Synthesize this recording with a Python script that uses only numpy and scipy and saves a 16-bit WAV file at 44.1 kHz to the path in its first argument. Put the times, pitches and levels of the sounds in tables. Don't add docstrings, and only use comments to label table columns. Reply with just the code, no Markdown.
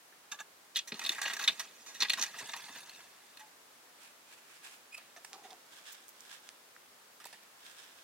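import sys
import numpy as np
from scipy import signal
from scipy.fft import rfft, irfft
from scipy.io import wavfile

SR = 44100
rng = np.random.default_rng(int(sys.argv[2]) if len(sys.argv) > 2 else 0)


def dump(signal):
    limited = np.clip(np.atleast_2d(signal).T, -1, 1)
    pcm = np.round(limited * 32767).astype(np.int16)
    wavfile.write(sys.argv[1], SR, pcm)


N = 354387
RING = 8192

# start_s, length_s, body_db, ring_db, grit_db, sparkle_db, favoured_hz
RIM_SLIPS = [(0.749, 0.01, -70, -47, -53, -61, 3810), (0.758, 0.0052, -44.5, -28, -40, -46, 3970),
             (0.765, 0.0064, -46, -29, -36, -38.5, 3300), (0.774, 0.011, -59, -37, -44, -58, 3840),
             (0.788, 0.0054, -53, -32.5, -39, -56, 3380), (0.874, 0.017, -55, -51.5, -47.5, -52, 1810),
             (0.919, 0.0056, -43, -36.5, -55, -68, 4200), (0.94, 0.0037, -54, -42, -57, -66, 4265),
             (0.992, 0.0045, -43.5, -39.5, -40.5, -44.5, 5880), (1.014, 0.0069, -44.5, -46, -54, -59, 2480),
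             (1.037, 0.0095, -50, -44, -47, -50, 2875), (1.048, 0.0038, -46, -32, -48, -53, 3770),
             (1.061, 0.0055, -52, -30, -44, -42, 3720), (1.091, 0.0024, -39.5, -21, -32.5, -34.5, 3680),
             (1.116, 0.01, -47, -40.5, -48, -48, 3670), (1.179, 0.013, -38, -52, -54, -55, 1650),
             (1.215, 0.0045, -34, -37.5, -36.5, -38.5, 1670), (1.226, 0.012, -42, -44, -45, -48, 3670),
             (1.252, 0.016, -39.5, -36, -48, -62, 2880), (1.275, 0.01, -38, -45, -43.5, -56, 1590),
             (1.297, 0.0077, -37.5, -44, -52, -59, 1915), (1.324, 0.0063, -42, -52, -56, -60, 1560),
             (1.334, 0.0044, -42, -38, -41, -41.5, 1640), (1.365, 0.0054, -38, -46, -42, -49, 1640),
             (1.391, 0.0094, -38, -41, -43, -49, 1540), (1.424, 0.0068, -39, -52, -44, -48, 1590),
             (1.438, 0.008, -45, -34, -41, -47, 3650), (1.476, 0.0038, -38, -18.5, -32.5, -39, 3730),
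             (1.4825, 0.004, -34.5, -18.5, -40, -42, 3700), (1.49, 0.0069, -42, -39, -52, -54, 3600),
             (1.594, 0.013, -41, -40, -39, -43, 6040), (1.862, 0.047, -57, -56, -53, -59, 6754),
             (1.943, 0.027, -58, -51, -53, -59, 1840), (2.003, 0.01, -43, -30.5, -36, -46, 4200),
             (2.02, 0.0039, -35.5, -21.5, -33, -47, 4460), (2.026, 0.0071, -35.5, -28.5, -39, -42, 4400),
             (2.047, 0.008, -37.5, -38, -52, -62, 1900), (2.084, 0.0026, -60, -36, -54, -60, 4295),
             (2.095, 0.0036, -46, -27, -39, -46, 3700), (2.0995, 0.0026, -35.5, -19.5, -36, -32.5, 4300),
             (2.119, 0.0035, -55, -39, -41, -58, 2510), (2.133, 0.0041, -36, -27, -36.5, -37.5, 1950),
             (2.174, 0.021, -42.5, -58, -51, -58, 1040), (2.191, 0.0089, -46, -41, -38, -51, 2500),
             (2.212, 0.006, -44, -37, -32, -45, 5970), (2.224, 0.0024, -38.5, -28, -27, -36.5, 4500),
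             (2.23, 0.012, -43, -39, -35.5, -46, 1970), (2.262, 0.0035, -54, -45, -43, -58, 1925),
             (2.338, 0.012, -48, -56, -62, -66, 1300), (2.383, 0.022, -49, -49, -47.5, -53, 1840),
             (2.49, 0.0082, -45, -42, -51, -58, 3700), (2.533, 0.0087, -39, -41, -48.5, -54, 980),
             (2.562, 0.0062, -49, -50, -52, -49.5, 1650), (2.591, 0.0061, -50.5, -60, -61, -66, 1000),
             (2.681, 0.014, -50, -56, -64, -66, 910), (2.752, 0.015, -55, -51.5, -63, -64, 1690),
             (2.894, 0.0022, -54, -44, -56, -51, 4275), (3.37, 0.0038, -57, -47.5, -59, -58, 4250),
             (3.393, 0.018, -56, -58.5, -61, -59, 1780)]
# start_s, level_db
SHEET_THUMPS = [(0.4, -64), (0.919, -43.5), (0.937, -50), (1.098, -52), (1.491, -56), (2.019, -50.5),
                (2.192, -52), (2.405, -55.5), (2.692, -59)]
# pitch_hz, width_hz, level_db
TRAY_MODES = [(205, 57, -15.5), (239, 56, -11), (401, 69, -16), (460, 66, -16.5), (669, 22, -8),
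              (823, 36, -7.5), (917, 66, -7.5), (1109, 47, -4.5), (1256, 120, -6), (1657, 54, 1.5),
              (1898, 73, 2), (2067, 47, -7), (2547, 63, -3), (2855, 61, -4.5), (3240, 45, -8),
              (3515, 42, -1), (3710, 180, -2.5), (4250, 120, -4.5), (4485, 69, -9), (5230, 100, -8.5),
              (5900, 154, -1), (6430, 57, -2), (6710, 82, -7), (6980, 52, -9.5)]
# freq_hz, level_db
TRAY_SCATTER = [(50, -9), (130, -28), (260, -12), (550, -23.5), (1000, -5), (2000, -8), (4200, -6.5),
                (5000, -11.5), (6500, -8), (8500, -15.5), (12000, -16.5), (16000, -19.5)]


def tray_catches():
    response = resonator(TRAY_MODES, TRAY_SCATTER, scatter_db=-7.5, scatter_t60_s=0.018,
                         tail_db=-5.5, tail_t60_s=0.14, spot_db=1.5, spread_hz=9800)
    slips = voiced(RIM_SLIPS, thud_db=-26.0, thud_share=0.56)
    thump_s, thump_hz = 0.0092, 342
    thumps = [(start_s, thump_s, [level_db], [thump_hz]) for start_s, level_db in SHEET_THUMPS]
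    return contacts(slips + thumps, response, per_s=14000, spread_db=2.5, release=0.68, bite=0.99)


# start_s, length_s, ring_db, fade_db_per_s (negative: swells)
SHOVES = [(0.934, 0.071, -55.5, 0), (1.008, 0.15, -50.5, -12), (1.214, 0.12, -45, -1),
          (1.404, 0.017, -44, 0), (1.47, 0.18, -55, 10), (1.68, 0.32, -65, -6), (1.989, 0.29, -55, -3),
          (2.168, 0.066, -48.5, -6)]


def shove_db(attack_s=0.0068, release_s=0.046):
    t = np.arange(N) / SR
    power = 1e-14
    for start_s, length_s, ring_db, fade_db_per_s in SHOVES:
        rise = np.clip((t - start_s) / attack_s, 0, 1)
        fall = np.exp(-np.maximum(t - start_s - length_s, 0) / release_s)
        level = undb(ring_db - fade_db_per_s * np.clip(t - start_s, 0, length_s))
        power = power + (rise * fall * level) ** 2
    return 10 * np.log10(power)


# level_db, growth_db_per_db of shove
SLIDE_VOICE = [(-64.5, 0.5), (-45.5, 1.27), (-46.5, 1), (-52, 0.7), (-56, 0.8)]


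def tray_slides(firm_shove_db=-45.5, judder_db=2.1, judder_per_s=120,
                slip_per_s=36, slip_rise_db=0.5, uneven_db=3):
    response = resonator(TRAY_MODES, TRAY_SCATTER, scatter_db=-0.5, scatter_t60_s=0.0089,
                         tail_db=-34.0, tail_t60_s=0.031, spot_db=3.5, spread_hz=7100)
    effort_db = shove_db() - firm_shove_db
    slip_rate = slip_per_s * undb(uneven_db * wander(slip_per_s))
    slip_phase = np.cumsum(slip_rate) / SR % 1
    uneven = judder_db * wander(judder_per_s) + slip_rise_db * slip_phase
    judder = undb(np.minimum(undb(effort_db), 1) * uneven)
    force = unit(judder * asperities(N, per_s=12000, spread_db=3.5))
    first = int(SHOVES[0][0] * SR)
    last = int(sum(SHOVES[-1][:2]) * SR) + RING
    grind = wandering(force, response, first / SR, last / SR, stay_s=0.02)
    return sum(part / np.std(part[:, first:last]) * undb(level_db + growth * effort_db)
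               for part, (level_db, growth) in zip(registers(grind), SLIDE_VOICE))


# time_s, level_db
GLIDE = [(2.231, -56), (2.29, -61), (2.39, -46.5), (2.46, -49), (2.58, -49.5), (2.7, -53.5), (2.785, -48.5),
         (2.86, -56), (2.99, -55.5), (3.07, -63), (3.3, -65.5), (3.5, -69)]
# pitch_hz, width_hz, level_db
GLIDE_MODES = [(229, 130, -14), (667, 53, -10), (945, 153, -4.5), (1696, 110, 2), (1890, 92, -7),
               (2050, 90, -1.5), (2660, 190, 0), (3490, 100, 0), (3720, 130, -3.5), (4480, 350, -6),
               (6000, 200, -5.5), (6550, 340, -14)]
# freq_hz, level_db
GLIDE_SCATTER = [(60, -21), (125, -5), (200, -9), (400, -2), (600, -5), (900, 4.5), (2000, -2), (4000, 1.5),
                 (8000, -2.5), (11000, -9), (16000, -14)]


def tray_glide(waver_db=1.3, waver_per_s=160, lowest_hz=95):
    response = resonator(GLIDE_MODES, GLIDE_SCATTER, scatter_db=-0.5, scatter_t60_s=0.003,
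                         tail_db=-28, tail_t60_s=0.06, spot_db=2.0, spread_hz=12000)
    time_s, level_db = np.transpose(GLIDE)
    effort_db = np.interp(np.arange(N) / SR, time_s, level_db, left=-140, right=-140)
    effort_db = effort_db + waver_db * wander(waver_per_s)
    grains = asperities(N, per_s=8000, spread_db=3.8)
    rasp = wandering(grains, response, time_s[0], time_s[-1], stay_s=0.015)
    rasp = signal.sosfilt(signal.butter(4, lowest_hz, "high", fs=SR, output="sos"), rasp)
    return rasp / np.std(rasp[:, int(time_s[0] * SR):int(time_s[-1] * SR)]) * undb(effort_db)


# pitch_hz, level_db, attack_s, length_s, t60_s
SETTLE = (861, -54, 0.015, 0.04, 0.17)


def tray_settles(start_s=3.397):
    pitch_hz, level_db, attack_s, length_s, t60_s = SETTLE
    age_s = np.maximum(np.arange(N) / SR - start_s, 0)
    rise = np.minimum(age_s / attack_s, 1)
    fall = np.exp(-np.log(1000) * np.maximum(age_s - length_s, 0) / t60_s)
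    return np.sin(2 * np.pi * pitch_hz * age_s) * undb(level_db) * rise * fall


# start_s, length_s, body_db, ring_db, grit_db, sparkle_db
GRAZES = [(0.315, 0.011, -42.5, -42.5, -41.5, -50.5), (0.339, 0.011, -52, -54, -57, -66),
          (0.387, 0.0083, -48, -48.5, -58, -68), (0.398, 0.011, -43, -51, -48, -54)]
# pitch_hz, width_hz, level_db
GRAZE_MODES = [(870, 45, -6), (1163, 40, -3), (1684, 60, 1.5), (2730, 120, -8), (3610, 130, -2.5),
               (4420, 90, -10), (5910, 70, -8), (6440, 90, -4.5), (6780, 110, -11)]


def corner_grazes():
    response = resonator(GRAZE_MODES, TRAY_SCATTER, scatter_db=-10, scatter_t60_s=0.014,
                         tail_db=-11, tail_t60_s=0.18, spot_db=2.5, spread_hz=8800)
    grazes = voiced(GRAZES, thud_db=-22, thud_share=0.9)
    return contacts(grazes, response, per_s=14000, spread_db=2.0, release=0.82, bite=0.26)


# start_s, length_s, body_db, ring_db, grit_db, sparkle_db
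CLAY_CONTACTS = [(0.122, 0.0082, -61, -83, -80, -82), (4.977, 0.0066, -53, -49, -59, -52.5),
                 (5.162, 0.013, -52, -59.5, -58.5, -65), (5.246, 0.0049, -48.5, -52.5, -48, -51),
                 (5.336, 0.013, -54, -55.5, -57, -68), (5.435, 0.025, -64, -58.5, -62, -68),
                 (5.505, 0.0072, -68, -54, -58, -67), (7.2, 0.014, -55, -56.5, -66, -61),
                 (7.241, 0.0044, -52, -52, -59, -56), (7.253, 0.0058, -48, -50, -53, -49.5),
                 (7.266, 0.007, -59, -56, -60, -55), (7.327, 0.0077, -54, -52, -59, -59),
                 (7.34, 0.01, -57, -64, -71, -66), (7.425, 0.0072, -62, -61, -72, -70)]
# pitch_hz, width_hz, level_db
CLAY_MODES = [(384, 34, -12), (680, 55, -11), (880, 150, -6), (1220, 150, -4.5), (1740, 93, 0.5),
              (1880, 104, 5.5), (2730, 160, -12), (3610, 230, -1.5), (5900, 680, -8)]
# freq_hz, level_db
CLAY_SCATTER = [(60, -51), (250, -14), (700, -21), (1700, 11), (4000, 10), (8000, 4), (16000, -3)]


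def clay():
    response = resonator(CLAY_MODES, CLAY_SCATTER, scatter_db=-5, scatter_t60_s=0.0042,
                         tail_db=-18, tail_t60_s=0.49, spot_db=9.5, spread_hz=9500)
    knocks = voiced(CLAY_CONTACTS, thud_db=-16.0, thud_share=0.95)
    return contacts(knocks, response, per_s=6000, spread_db=3.5, release=1.0)


# centre_s, length_s, level_db, resonance_hz
GRATES = [(5.35, 0.04, -56, 790), (5.383, 0.032, -59.5, 785), (5.449, 0.035, -54.5, 750),
          (5.523, 0.047, -55.5, 744)]


def grating(width_hz=75, low_hz=420, low_width_hz=90, low_db=-9):
    t = np.arange(RING) / SR
    out = np.zeros(N + RING)
    for centre_s, length_s, level_db, resonance_hz in GRATES:
        swell = np.exp(-2 * ((t - t.mean()) / length_s) ** 2)
        force = asperities(RING, per_s=770, spread_db=-6.0) * swell
        upper = signal.lfilter(*signal.iirpeak(resonance_hz, resonance_hz / width_hz, SR), force)
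        lower = signal.lfilter(*signal.iirpeak(low_hz, low_hz / low_width_hz, SR), force)
        grate = unit(upper) + undb(low_db) * unit(lower)
        at = int(centre_s * SR) - RING // 2
        out[at:at + RING] += grate * undb(level_db) * np.sqrt(length_s * SR / RING)
    return out[:N]


# time_s, pitch_hz (before waver), level_db
SQUEAK = [(4.912, 2500, -84), (4.928, 2500, -47.5), (4.939, 2500, -55), (4.95, 2544, -39),
          (4.956, 2530, -52), (4.964, 2625, -61), (4.975, 2570, -51), (4.992, 2530, -63),
          (5.015, 2540, -76)]


def handle(overtone_db=(0, -15, -14, -11, -19), flutter_db=4, rub_db=-12):
    t = np.arange(N) / SR
    time_s, pitch_hz, level_db = np.transpose(SQUEAK)
    slow = signal.butter(2, 600, fs=SR, output="sos")
    waver, flutter = unit(signal.sosfilt(slow, rng.standard_normal((2, N))))
    phase = 2 * np.pi * np.cumsum(np.interp(t, time_s, pitch_hz) * (1 + .03 * waver)) / SR
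    tone = sum(undb(db) * np.sin((k + 1) * phase) for k, db in enumerate(overtone_db))
    rasp = (1 + np.cos(phase)) * rng.standard_normal(N)
    rub = unit(signal.sosfilt(signal.butter(2, 1500, "high", fs=SR, output="sos"), rasp))
    squeak = (unit(tone) + undb(rub_db) * rub) * undb(flutter_db * np.tanh(flutter))
    return unit(squeak) * undb(np.interp(t, time_s, level_db, left=-140, right=-140))


# start_s, peak_db, low_hz, high_hz
CRACKS = [(5.332, -27, 1300, 7000), (5.506, -37, 2500, 6500), (5.531, -37.5, 2500, 7000),
          (6.0828, -31, 6500, 15000), (6.207, -35, 4700, 7500), (6.4907, -27.5, 1370, 6960),
          (6.7645, -40.5, 1200, 2040), (7.899, -48, 1500, 6000), (7.988, -41, 1800, 4500)]


def cracks():
    out = np.zeros(N)
    for start_s, peak_db, low_hz, high_hz in CRACKS:
        at = int(start_s * SR)
        band = signal.butter(2, [low_hz, high_hz], "band", fs=SR, output="sos")
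        tick = signal.sosfilt(band, signal.unit_impulse(RING))[:N - at]
        out[at:at + RING] += undb(peak_db) * tick / np.abs(tick).max()
    return out


# centre_s, length_s, level_db
SAND = [(5.29, .1, -67), (5.927, 0.013, -45.5), (6.091, 0.005, -45), (6.099, .013, -53),
        (6.209, 0.005, -58), (7.145, 0.037, -60), (7.27, .02, -60), (7.436, .006, -54)]
# freq_hz, level_db
SAND_COLOUR = [(1000, -34), (4000, -15), (6200, -1), (10000, -7), (14500, 1)]


def sand():
    return rustle(SAND, SAND_COLOUR, per_s=18000, spread_db=-3.0, flutter_db=3.5)


# centre_s, length_s, level_db
GRIPS = [(4.06, 0.11, -60), (4.33, 0.089, -60.5), (4.52, 0.12, -61), (4.655, 0.051, -64),
         (4.71, 0.092, -54.5)]
# freq_hz, level_db
MITT_COLOUR = [(300, -22), (900, 6.5), (1700, 4), (3400, 8), (5200, 5), (8000, 2.5), (11000, 1.5),
               (16000, -10)]
# pitch_hz, width_hz, gain_db
GRIP_MODES = [(1670, 210, 7), (2450, 340, 5), (7460, 400, -3)]


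def mitt():
    return ringing(rustle(GRIPS, MITT_COLOUR, per_s=1800, spread_db=1.5, flutter_db=3.5), GRIP_MODES)


# centre_s, length_s, level_db
BRUSHES = [(5.735, 0.018, -59.5), (5.785, 0.1, -58.5), (5.915, 0.083, -55), (6.02, 0.054, -62),
           (6.25, 0.12, -59.5), (6.325, 0.047, -58), (6.42, 0.17, -64.5), (7.665, 0.072, -60),
           (7.84, 0.24, -58.5)]
# freq_hz, level_db
CLOTH_COLOUR = [(300, -17), (1100, 7), (1500, 5), (2100, 6), (3400, 9.5), (4600, 5), (8500, 2.5),
                (11000, -3.5), (16000, -8)]
# pitch_hz, width_hz, gain_db
BRUSH_MODES = [(1650, 160, 8), (2700, 120, -6), (3460, 450, -3), (5230, 200, 0)]


def cloth():
    return ringing(rustle(BRUSHES, CLOTH_COLOUR, per_s=1800, spread_db=3.0, flutter_db=2.5), BRUSH_MODES)


# freq_hz, level_db
AIR_COLOUR = [(20, -32), (50, -38), (80, -11), (110, -11), (250, -1), (450, 0.5), (900, 1.5), (1600, 0),
              (2500, -3.5), (4000, -5), (8000, -7.5), (16000, -12.5)]
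# freq_hz, correlation
AIR_LIKENESS = [(60, 0.8), (130, 1), (290, .74), (640, 0.23), (1400, 0.1), (3000, 0.011), (15000, 0.018)]


def air(level_db=-59, drift_db=0.54):
    mid, side = rfft(rng.standard_normal((2, N)))
    likeness = np.clip(on_log_axis(AIR_LIKENESS, N), -.5, .99)
    side = side * np.sqrt((1 - likeness) / (1 + likeness))
    hush = irfft(np.array([mid + side, mid - side]) * undb(on_log_axis(AIR_COLOUR, N)), N)
    drift = np.interp(np.arange(N), np.linspace(0, N, num=20), rng.standard_normal(20))
    return unit(hush) * undb(level_db + drift_db * np.tanh(drift))


# freq_hz, left_minus_right_db
BALANCE = [(200, 0), (1300, 0.5), (2400, -1.5), (4200, 0.3), (6000, -4.5), (9000, -7.5), (15000, 1)]


def from_oven(x, lag_s=.00004):
    lean = undb(on_log_axis(BALANCE, N) / 2)
    delay = np.exp(-2j * np.pi * np.arange(N // 2 + 1) * SR / N * lag_s)
    return irfft(rfft(x) * np.array([lean * delay, 1 / lean]), N)


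def resonator(modes, scatter, scatter_db, scatter_t60_s, tail_db, tail_t60_s, spot_db, spread_hz):
    t = np.arange(RING) / SR
    pitch_hz, width_hz, level_db = np.transpose(modes)[:, :, None]
    swing = undb(level_db) * width_hz * np.exp((2j * np.pi * pitch_hz - np.pi * width_hz) * t)
    walls = signal.butter(1, 3500, "low", fs=SR, output="sos")
    apart = signal.butter(1, 4000, "high", fs=SR, output="sos")

    def response():
        share = undb(spot_db * rng.standard_normal(len(modes))) * rng.choice([-1, 1], len(modes))
        skew = np.exp(1j * rng.standard_normal((2, len(modes))) * pitch_hz.T / spread_hz)
        clear = ((share * skew) @ swing).imag
        early, late = rng.standard_normal((2, 2, RING))
        tail = signal.sosfilt(walls, late) * undb(tail_db - 60 * t / tail_t60_s)
        mid, side = early * undb(-60 * t / scatter_t60_s) + tail
        side = signal.sosfilt(apart, side)
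        diffuse = colour(np.array([mid + side, mid - side]), scatter)
        return unit(clear) + undb(scatter_db) * unit(diffuse)
    return response


def contacts(events, response, per_s, spread_db, release, bite=1.0, even=0.66):
    lead_width_hz, lead_gain_db = 210, 3.5
    out = np.zeros((2, N + 2 * RING))
    for start_s, length_s, levels_db, leading_hz in events:
        age = np.arange(int(2 * length_s * SR)) / (length_s * SR)
        grip = np.minimum(bite + 2 * age, 1) * np.exp(-np.maximum(age - .6, 0) / release)
        spectrum = rfft(grip * asperities(RING, per_s, spread_db)[:len(age)], RING)
        flatter = spectrum / (np.abs(spectrum) + 1e-9) ** even
        force = irfft(flatter)[:len(age)]
        sound = signal.fftconvolve(response(), force[None], axes=1)
        sound = ringing(sound, [(hz, lead_width_hz, lead_gain_db) for hz in leading_hz])
        at = int(start_s * SR)
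        for part, level_db in zip(registers(sound), levels_db):
            scale = undb(level_db) * np.sqrt(length_s * SR / part.shape[1])
            out[:, at:at + part.shape[1]] += unit(part) * scale
    return out[:, :N]


def voiced(table, thud_db, thud_share):
    return [(start_s, length_s,
             [ring + thud_db + thud_share * (body - ring), body, ring, grit, sparkle], leading_hz)
            for start_s, length_s, body, ring, grit, sparkle, *leading_hz in table]


def wandering(force, response, start_s, stop_s, stay_s):
    out, stay = np.zeros((2, N)), int(stay_s * SR)
    for at in range(int(start_s * SR), int(stop_s * SR), stay):
        piece = force[None, at:at + stay]
        out[:, at:at + stay + RING - 1] += signal.fftconvolve(response(), piece, axes=1)
    return out


def rustle(swells, spectrum, per_s, spread_db, flutter_db):
    t = np.arange(N) / SR
    swell = sum(undb(level_db) * np.exp(-2 * ((t - centre_s) / length_s) ** 2)
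                for centre_s, length_s, level_db in swells)
    flicks = np.array([asperities(N, per_s, spread_db) for _ in range(2)])
    return swell * unit(undb(flutter_db * wander(per_s=39)) * colour(flicks, spectrum))


def asperities(size, per_s, spread_db):
    hit = rng.random(size) < per_s / SR
    hit[0] = True
    strength = undb(spread_db * np.minimum(rng.exponential(size=size), 4))
    return hit * rng.choice([-1, 1], size) * strength


def ringing(x, modes):
    return x + sum(undb(gain_db) * signal.lfilter(*signal.iirpeak(pitch_hz, pitch_hz / width_hz, SR), x)
                   for pitch_hz, width_hz, gain_db in modes)


def wander(per_s):
    return np.interp(np.arange(N) / SR * per_s, np.arange(4000), rng.standard_normal(4000))


EDGES_HZ = [138, 600, 2300, 4900, 8000, 15800]
REGISTERS = [signal.butter(4, edge, "band", fs=SR, output="sos") for edge in zip(EDGES_HZ, EDGES_HZ[1:])]


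def registers(x):
    return [signal.sosfilt(sos, x) for sos in REGISTERS]


def colour(x, spectrum):
    size = 2048
    cepstrum = irfft(np.log(undb(on_log_axis(spectrum, size))))
    cepstrum[1:size // 2] *= 2
    cepstrum[size // 2 + 1:] = 0
    impulse = irfft(np.exp(rfft(cepstrum)))
    return signal.fftconvolve(x, impulse[None], axes=1)[:, :x.shape[1]]


def on_log_axis(points, size):
    freq_hz, value = np.transpose(points)
    bins_hz = np.arange(size // 2 + 1) * SR / size
    return np.interp(np.log(bins_hz + 1e-3), np.log(freq_hz), value)


def unit(x):
    return x / np.sqrt(np.mean(x ** 2) + 1e-30)


def undb(db):
    return 10 ** (np.asarray(db) / 20)


def scene(slab_left_minus_right_db=-1.5):
    tray = corner_grazes() + tray_catches() + tray_slides() + tray_glide() + tray_settles()
    slab = clay() + grating() + handle() + cracks()
    soft = mitt() + cloth() + sand()
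    lean = undb(np.array([[slab_left_minus_right_db], [-slab_left_minus_right_db]]) / 2)
    return from_oven(tray + lean * (slab + soft)) + air()


def record(dry, top_hz=16000):
    return signal.sosfilt(signal.ellip(10, .2, 70, top_hz, fs=SR, output="sos"), dry)


dry = scene()
out = record(dry)
dump(out)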